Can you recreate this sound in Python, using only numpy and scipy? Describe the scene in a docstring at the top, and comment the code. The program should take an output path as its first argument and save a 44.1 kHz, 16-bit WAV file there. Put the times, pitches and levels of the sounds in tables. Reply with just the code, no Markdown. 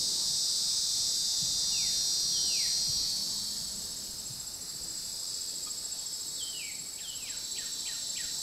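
"""Buzzing cicadas come first: nine take turns over the blur of a far chorus, in a swamp forest by day.
Each buzz is a very fast run of clicks. Two crickets trill with their wings. A bird whistles long
downward slides and, near the end, quick hooked notes that echo among the trunks. A frog grunts low
now and then, a faint hum swells once, there is one short peep, and the air rumbles softly."""
import sys
import numpy as np
from scipy import signal
from scipy.io import wavfile
from scipy.ndimage import uniform_filter1d

SR = 44100
rng = np.random.default_rng(int(sys.argv[2]) if len(sys.argv) > 2 else 0)


def file_out(sig):
    """Save sig as 16-bit WAV at sys.argv[1]."""
    # one column per channel
    cols = np.atleast_2d(sig).T
    # limit, then scale
    lim = np.clip(cols, -1, 1)
    pcm = np.round(lim * 32767).astype(np.int16)
    wavfile.write(sys.argv[1], SR, pcm)


N = 371322
T = np.arange(N) / SR


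def amp(db):
    return 10 ** (np.asarray(db) / 20)


def unit_power(x):
    return x / np.sqrt(np.mean(x ** 2) + 1e-20)


def add(mix, start_s, sound):
    part = mix[round(start_s * SR):][:len(sound)]
    part += sound[:len(part)]


def drift(n, top_hz):
    """A random wiggle about 1 in size: eight sine waves slower than top_hz."""
    t = np.arange(0, n + 64, 64) / SR
    waves = [np.sin(2 * np.pi * (f * t + rng.random())) for f in top_hz * rng.random(8)]
    return np.interp(np.arange(n) / SR, t, sum(waves) / 2)


def level_at(points, hz):
    """Joins (f/Hz, level/dB) points with straight lines on a scale of octaves."""
    f, db = np.transpose(points)
    return np.interp(np.log(hz + 1), np.log(f + 1), db)


def colour_db(points, hz):
    """How a sound is shared between low and high pitches: a column with total power 1."""
    db = level_at(points, hz)
    return (db - 10 * np.log10(np.sum(amp(db) ** 2)))[:, None]


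# Tone colour of the rumble: f/Hz, level/dB. Levels in all tables are relative; gains follow.
RUMBLE_COLOUR = [(12, -36), (20, 10), (48, -2), (124, -4.5), (155, 0), (209, -4), (250, -9), (320, -45),
                 (550, -120)]
# Its rise and fall: t/s, level/dB
RUMBLE_LEVELS = [(0, -58.5), (1.9, -55.5), (3.6, -55), (5.0, -60.5), (7.0, -62.5), (8.42, -59.5)]

def rumble_db(t, hz):
    """The air rumbles, deep and faint."""
    return np.interp(t, *np.transpose(RUMBLE_LEVELS)) + colour_db(RUMBLE_COLOUR, hz)


# Tone colours of the highest insects and of the rustling air: f/Hz, level/dB
SIZZLE_COLOUR = [(5290, -21.5), (9000, -4.5), (9560, -7.5), (11200, -2.5), (13300, -9.5), (15100, -15),
                 (16000, -22)]
AIR_COLOUR = [(150, -43), (250, -1.5), (956, -8), (1050, -10), (1880, -11), (2080, -13.5), (3000, -12),
              (3900, -52), (6600, -120)]

def sizzle_and_air_db(swell_db, hz):
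    """High insects sizzle and the air rustles; both gently follow the swell of the chorus."""
    return [-51 + .4 * swell_db + colour_db(SIZZLE_COLOUR, hz),
            -58 + .34 * swell_db + colour_db(AIR_COLOUR, hz)]


# The far chorus over time: t/s, level/dB, share of the quiet colour (0-1)
CHORUS_LEVELS = [(0.0, -33.5, 0.3), (1.33, -33.5, 0.35), (2.62, -32.5, 0.3), (3.14, -33.5, 0.24),
                 (3.73, -36.5, 0.27), (4.43, -39.5, 0.5), (5.07, -38.5, 0.6), (6.0, -39.5, 0.2),
                 (6.52, -39, 0.55), (6.8, -43, 0.4), (7.57, -41.5, 0), (7.81, -39.5, 0), (8.42, -37, 0.34)]
# Its tone colours when loud and when quiet: f/Hz, level/dB
LOUD_COLOUR = [(1530, -64), (2600, -35), (3080, -18), (3130, -16), (3670, -10), (4100, -7.5), (4520, -7),
               (4590, -4.5), (4920, -8.5), (5000, -3), (6660, -16), (8030, -8), (10000, -28.5),
               (13000, -60), (22000, -120)]
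QUIET_COLOUR = [(1530, -56), (2600, -36), (3150, -38), (3330, -27), (3840, -13.5), (4810, 1), (6550, -14),
                (7170, -5.5), (7290, -16), (7720, 2.5), (8070, -1.5), (9290, -23.5), (10000, -32),
                (13000, -59), (22000, -120)]

def far_chorus_db(t, hz):
    """Far singers blur together; the colour shifts as the loud ones fall silent."""
    times, db, share = np.transpose(CHORUS_LEVELS)
    level, quiet = np.interp(t, times, db), np.interp(t, times, share)
    colour = (1 - quiet) * colour_db(LOUD_COLOUR, hz) + quiet * colour_db(QUIET_COLOUR, hz)
    return level + colour, level - level.mean()


# Stereo width: f/Hz, level/dB of the side (what differs between the ears) against the middle
STEREO_WIDTH = [(60, -18), (120, -19), (240, -16), (480, -15.5), (950, -11.5), (1890, -15.5), (3770, -18),
                (7520, -20), (15000, -8.5)]

def background(patchy_db=1.5, bands_db=2.5):
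    """Noise, shaped in short slices into chorus, sizzle, air and rumble, with drifting patches."""
    slices, hz = N // 256 + 5, np.fft.rfftfreq(1024, 1 / SR)
    t = np.arange(slices) * 256 / SR
    mid_re, mid_im, side_re, side_im, patches, bands = rng.standard_normal((slices, 513, 6)).T
    bands = unit_power(uniform_filter1d(bands, 150, axis=1))  # far singers: thin, second-long bands
    patches = uniform_filter1d(patches, 8, axis=0)
    patches = unit_power(uniform_filter1d(patches, 30, axis=1))
    chorus_db, swell_db = far_chorus_db(t, hz)
    layers_db = [rumble_db(t, hz), *sizzle_and_air_db(swell_db, hz), chorus_db - 5 + bands_db * bands]
    gain = np.sqrt(sum(amp(db) ** 2 for db in layers_db)) * amp(patchy_db * patches + 2.5)
    mid = mid_re + 1j * mid_im
    side = amp(level_at(STEREO_WIDTH, hz))[:, None] * (side_re + 1j * side_im)
    spectra = gain * np.array([mid + side, mid - side])
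    return signal.istft(spectra, nperseg=1024, noverlap=768)[1][:, :N]


def hum(hz=208, peak_s=3.5, fade_s=0.72, peak_db=-56, waver_db=2.0):
    """A faint low tone that swells once and wavers."""
    level = peak_db - 10 * ((T - peak_s) / fade_s) ** 2 + waver_db * drift(N, 14.0)
    pitch = hz * (1 + 0.025 * drift(N, 3.5))
    return amp(level) * np.cos(2 * np.pi * np.cumsum(pitch) / SR)


def trunk_echoes(sound, decay_s=0.75, echo_db=-3, width=0.09, sway_hz=4.0):
    """Trunks scatter sound into many fading echoes; two sets take turns as the leaves sway."""
    t = np.arange(SR // 2) / SR
    echoes = (rng.random((3, len(t))) < .05) * rng.standard_normal((3, len(t)))
    echoes *= amp(-60 * t / decay_s) * (t > .004)
    echoes *= amp(echo_db) / np.linalg.norm(echoes[0])
    first, second, side = signal.oaconvolve(sound[None], echoes, axes=1)[:, :N]
    sway = np.pi * drift(N, sway_hz)
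    mid = first * np.cos(sway) + second * np.sin(sway)
    return np.array([mid + width * side, mid - width * side])


# One peep: t/s, then its tones as f/Hz, level/dB
PEEP_TONES = (5.678, [(1230, -47.5), (2460, -57), (3330, -50)])

def peep(fade_s=0.011):
    """Three brief, rough tones sound together."""
    out, t = np.zeros(N), np.arange(-.06, .06, 1 / SR)
    peak_s, tones = PEEP_TONES
    for hz, db in tones:
        tone = np.sin(2 * np.pi * hz * t) * (1 + .6 * drift(len(t), 250.))
        add(out, peak_s + t[0], amp(db) * np.exp(-(t / fade_s) ** 2) * tone)
    return out


# Frog grunts: t/s, level/dB, f/Hz
FROG_GRUNTS = [(0.331, -49, 152), (1.431, -37, 146), (2.897, -39.5, 128), (4.31, -41.5, 135),
               (4.76, -49, 150), (4.822, -48.5, 55)]

def frog(fade_cycles=1.46):
    """Each grunt is a few low vibrations that swell and fade as the pitch drops."""
    out, t = np.zeros(N), np.arange(-.06, .06, 1 / SR)
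    for peak_s, db, hz in FROG_GRUNTS:
        tone = np.sin(2 * np.pi * hz * t * (1 - 9.8 * t))
        add(out, peak_s + t[0], amp(db) * np.exp(-(t * hz / fade_cycles) ** 2) * tone)
    return out


# Each cricket's pace: head start/strokes, rate/Hz, slowing/(strokes per s squared)
STROKE_PACE = [(-.08, 13.9, .008), (-.29, 14.66, .016)]
# Its loudness, one list a cricket: t/s, level/dB
CRICKET_LEVELS = [
    [(0, -60), (1.4, -50), (2.6, -62), (3.1, -54), (4.2, -49.5), (5.6, -44), (7.0, -48.5), (7.7, -44.5),
     (8.4, -45)],
    [(0, -46), (2.6, -50), (3.4, -46.5), (4.3, -51), (5.6, -47), (6.4, -50), (7.7, -46.5), (8.4, -46.5)],
]
# Its wings: f/Hz, slide as a share of the pitch, share of the time sounding, roughness (0-1)
CRICKET_WINGS = [(7525, -0.017, 0.33, 0.08), (7855, -0.0165, 0.27, 0.3)]

def crickets(uneven_db=1.0):
    """Each wing stroke is a short tone that sags a little in pitch."""
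    out = np.zeros(N)
    for pace, levels, wings in zip(STROKE_PACE, CRICKET_LEVELS, CRICKET_WINGS):
        head_start, rate, slowing = pace
        hz, slide, sounding, rough = wings
        count = head_start + rate * T - slowing * T ** 2 + 0.021 * drift(N, 5.0) + 1.49
        place = (count % 1 - .5) / sounding  # a stroke runs from -0.5 to 0.5
        stroke_db = uneven_db * rng.standard_normal(130)[count.astype(int)]
        stroke = np.cos(np.pi * np.clip(place, -.5, .5)) * (1 + rough * drift(N, 400.))
        pitch = hz * (1 + slide * np.clip(place, -1, 1))
        tone = np.cos(2 * np.pi * np.cumsum(pitch) / SR)
        out += amp(np.interp(T, *np.transpose(levels)) + 11 + stroke_db) * stroke * tone
    return out


def whistle(points, husky=.15):
    """A slightly husky tone through (t/s, f/Hz, level/dB) points; gives its start time and sound."""
    times, hz, db = np.transpose(points)
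    t = np.arange(times[0], times[-1], 1 / SR)
    hz, db = (uniform_filter1d(np.interp(t, times, curve), 90) for curve in (hz, db))  # round corners
    loudness = amp(db) * signal.windows.tukey(len(t), .15) * (1 + husky * drift(len(t), 300.))
    return times[0], np.sqrt(2) * loudness * np.sin(2 * np.pi * np.cumsum(hz) / SR)


# Long downward whistles, one list a slide: t/s, f/Hz, level/dB
BIRD_SLIDES = [
    [(1.7, 3008, -66), (1.732, 2850, -47.5), (1.86, 2065, -52), (1.898, 1815, -57.5), (2.03, 1660, -68)],
    [(2.3, 3850, -32), (2.335, 3350, -43), (2.38, 3090, -44), (2.434, 3144, -53), (2.472, 3050, -52),
     (2.51, 2790, -45), (2.596, 2270, -47.5), (2.668, 1820, -50), (2.73, 1678, -77)],
    [(6.34, 4600, -35), (6.375, 3780, -49), (6.42, 3120, -38), (6.52, 3110, -50), (6.545, 2940, -44),
     (6.574, 2900, -46.5), (6.64, 2270, -42), (6.69, 2263, -44), (6.715, 1930, -53), (6.73, 1890, -63)],
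    [(7.0, 4500, -47), (7.03, 3650, -47), (7.056, 3206, -42), (7.11, 2944, -48), (7.174, 2952, -57.5),
     (7.24, 2480, -50), (7.28, 2185, -54.5), (7.31, 1742, -56), (7.38, 1255, -62)],
]
# Hooked notes flick up, rest briefly, then fall: t/s at the top, level/dB, rest f/Hz, fall level/dB
HOOKED_NOTES = [(6.992, -51.5, 1770, -2), (7.278, -49, 1803, -2.5), (7.573, -46, 1846, 1.5),
                (7.873, -44.5, 1867, -0.5), (8.174, -44, 1906, 1)]
# The flick: t/s from the top, f/Hz, added level/dB
FLICK_SHAPE = [(-.022, 2289, -1), (-.012, 2440, -5), (-.004, 2950, 2.5), (0, 3363, 7), (.004, 2600, 4),
               (.009, 2138, -3)]
# The rest and fall: t/s from the top, share of the rest pitch, added level/dB
FALL_SHAPE = [(.014, 1.02, -5), (.036, .98, -3.5), (.06, .82, -12), (0.089, .7, -11)]

def bird():
    """A bird whistles four long slides and five hooked notes that share one shape."""
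    out = np.zeros(N)
    for slide in BIRD_SLIDES:
        add(out, *whistle(slide))
    for top_s, db, rest_hz, fall_db in HOOKED_NOTES:
        flick = [(top_s + t, hz, db + extra) for t, hz, extra in FLICK_SHAPE]
        fall = [(top_s + t, share * rest_hz, db + fall_db + extra) for t, share, extra in FALL_SHAPE]
        add(out, *whistle(flick + fall))
    return out


# One row a buzz; the last two are the first cicada again, as it turns.
# Start t/s, full t/s, fading t/s, gone t/s, level/dB when full, level/dB before the fade
BUZZ_SWELLS = [(-1, 0, 1.4, 2.35, -34.5, -33.5), (-1.5, 0.5, .9, 1.7, -37, -38.5),
               (-0.5, 0, 1.8, 3.1, -45, -40.5), (-1, 0, 2.82, 5.08, -40.5, -40),
               (0.6, 1.1, 2.15, 2.2, -34, -34.5), (4.5, 5, 5.34, 5.93, -44, -46),
               (4.5, 5.5, 6.44, 7.6, -45.5, -44.5), (7, 7.5, 9, 10, -42, -46), (7, 7.5, 9, 10, -47, -43),
               (1.36, 2.5, 2.7, 3.3, -30.5, -31.5), (2.5, 3, 3.39, 3.84, -35, -36.5)]
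# Click rate of each buzz: f/Hz before, f/Hz after, t/s the change starts, t/s it ends
CLICK_RATES = [(249.43, 250.07, 1.8, 3.0), (283.61, 283.74, 0, 1.6), (261.69, 261.25, 0, 2.6),
               (271.9, 269.6, 0, 4.7), (285.07, 285.12, 0, 3.3), (273.98, 273.31, 5.0, 6.0),
               (277.03, 275.97, 4.7, 7.7), (265.92, 265.3, 7.55, 8.42), (271.52, 271.06, 6.9, 8.42),
               (249.43, 250.07, 1.8, 3.0), (250.07, 250.07, 0, 1)]
# Each buzz as heard through the trees: level/dB at 13, 14, ... 33 times its click rate
BUZZ_COLOURS = [ (-29.5, -21, -18, -13, -14, -22, -5.5, -14, -10.5, -25, -8, -32, -11.5, -26, -16, -21, -16.5, -23, -18, -13, -24),
                (-23, -14, -19, -12, -14, -3.5, -7, -13, -14, -18, -22, -26, -11, -24, -30, -17, -9.5, -21, -17, -29, -24),
                (-29, -4, -17, -10.5, -23, -11, -26, -8, -11, -13, -26, -18, -26, -25, -27, -17, -30, -16, -24, -18, -29),
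                (-29, -12.5, -16, -5, -13, -7.5, -21, -6, -19, -25, -23, -10, -20.5, -20, -25, -23, -21, -23, -24, -24, -29),
                (-32, -29, -31, -29, -11, -14, -29, -29, -37, -15, -31, -14.5, -34, -29, -29, -27, -29, -27, -25, -35, -27),
                (-20, -24, -12.5, -10, -7, -2, -6.5, -13, -23, -11.5, -23, -15, -16, -20, -27, -30, -17, -22, -28, -24, -26),
                (-39, -12, -15, -4.5, -26, -7.5, -24, -9, -24, -23, -18, -14, -27, -14, -16, -4, -18, -10, -20, -28, -30),
                (-23, -12.5, -6, -12, -5, -19, -20, -16, -9, -29, -28, -21, -22, -15, -19, -12, -8, -10, -25, -23, -26),
                (-16, -17, -5.5, -25, -21, -30, -12, -15, -13, -28, -6.5, -18, -13, -18, -16, -20, -11, -18, -29, -28, -27),
                (-31, -26, -32, -15.5, -7.5, -26, -5, -16, -14, -15, -4, -31, -21, -26, -23, -30, -22, -28, -23, -31, -18),
                (-27, -30, -22, -15.5, -13, -3.5, -11.5, -16, -15, -13.5, -13.5, -26, -19, -21, -29, -25, -27, -24, -30, -27, -26),
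                ]
# One cicada stresses every third click for a while: buzz number, from t/s, to t/s, strength
LIMPING_BUZZ = (5, 5.15, 5.75, .6)

def cicadas(waver_hz=3.52, waver=0.13, wobble_rad=0.5):
    """Drum-like skins click steadily, making evenly spaced tones; moving air and leaves make them waver."""
    out, offsets = np.zeros(N), rng.random(len(BUZZ_COLOURS[0]))
    limper, limp_from, limp_to, limp_strength = LIMPING_BUZZ
    for which, (swell, rate, colour) in enumerate(zip(BUZZ_SWELLS, CLICK_RATES, BUZZ_COLOURS)):
        *times, full_db, late_db = swell
        span = slice(round(max(times[0], 0) * SR), round(times[-1] * SR))
        t = T[span]
        clicks = np.cumsum(np.interp(T, rate[2:], rate[:2]))[span] / SR  # clicks so far
        buzz = np.zeros(len(t))
        for multiple, (db, offset) in enumerate(zip(colour, offsets), start=13):
            phase = 2 * np.pi * (multiple * clicks + offset) + wobble_rad * drift(len(t), 6.0)
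            buzz += amp(db) * (1 + waver * drift(len(t), waver_hz)) * np.cos(phase)
        if which == limper:
            limp = limp_strength * np.clip(np.minimum(t - limp_from, limp_to - t) * 10, 0, 1)
            buzz *= 1 + 2 * limp * np.cos(2 * np.pi * clicks / 3)
        out[span] += np.sqrt(2) * np.interp(t, times, [0, amp(full_db), amp(late_db), 0]) * buzz
    return out


def scene():
    """Near singers sit in the middle; echoes and background spread to both sides."""
    song, trills, small_calls = bird(), crickets(), frog() + peep()
    near = cicadas() + trills + .72 * song + hum() + small_calls
    return near + trunk_echoes(song + 0.58 * trills + 0.69 * small_calls) + background()


def record(dry, cutoff_hz=15750):
    """Cuts away the very highest treble."""
    lowpass = signal.firwin(511, cutoff_hz, window=("kaiser", 9), fs=SR)
    return signal.oaconvolve(dry, lowpass[None], "same")


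dry = scene()
out = record(dry)
file_out(out)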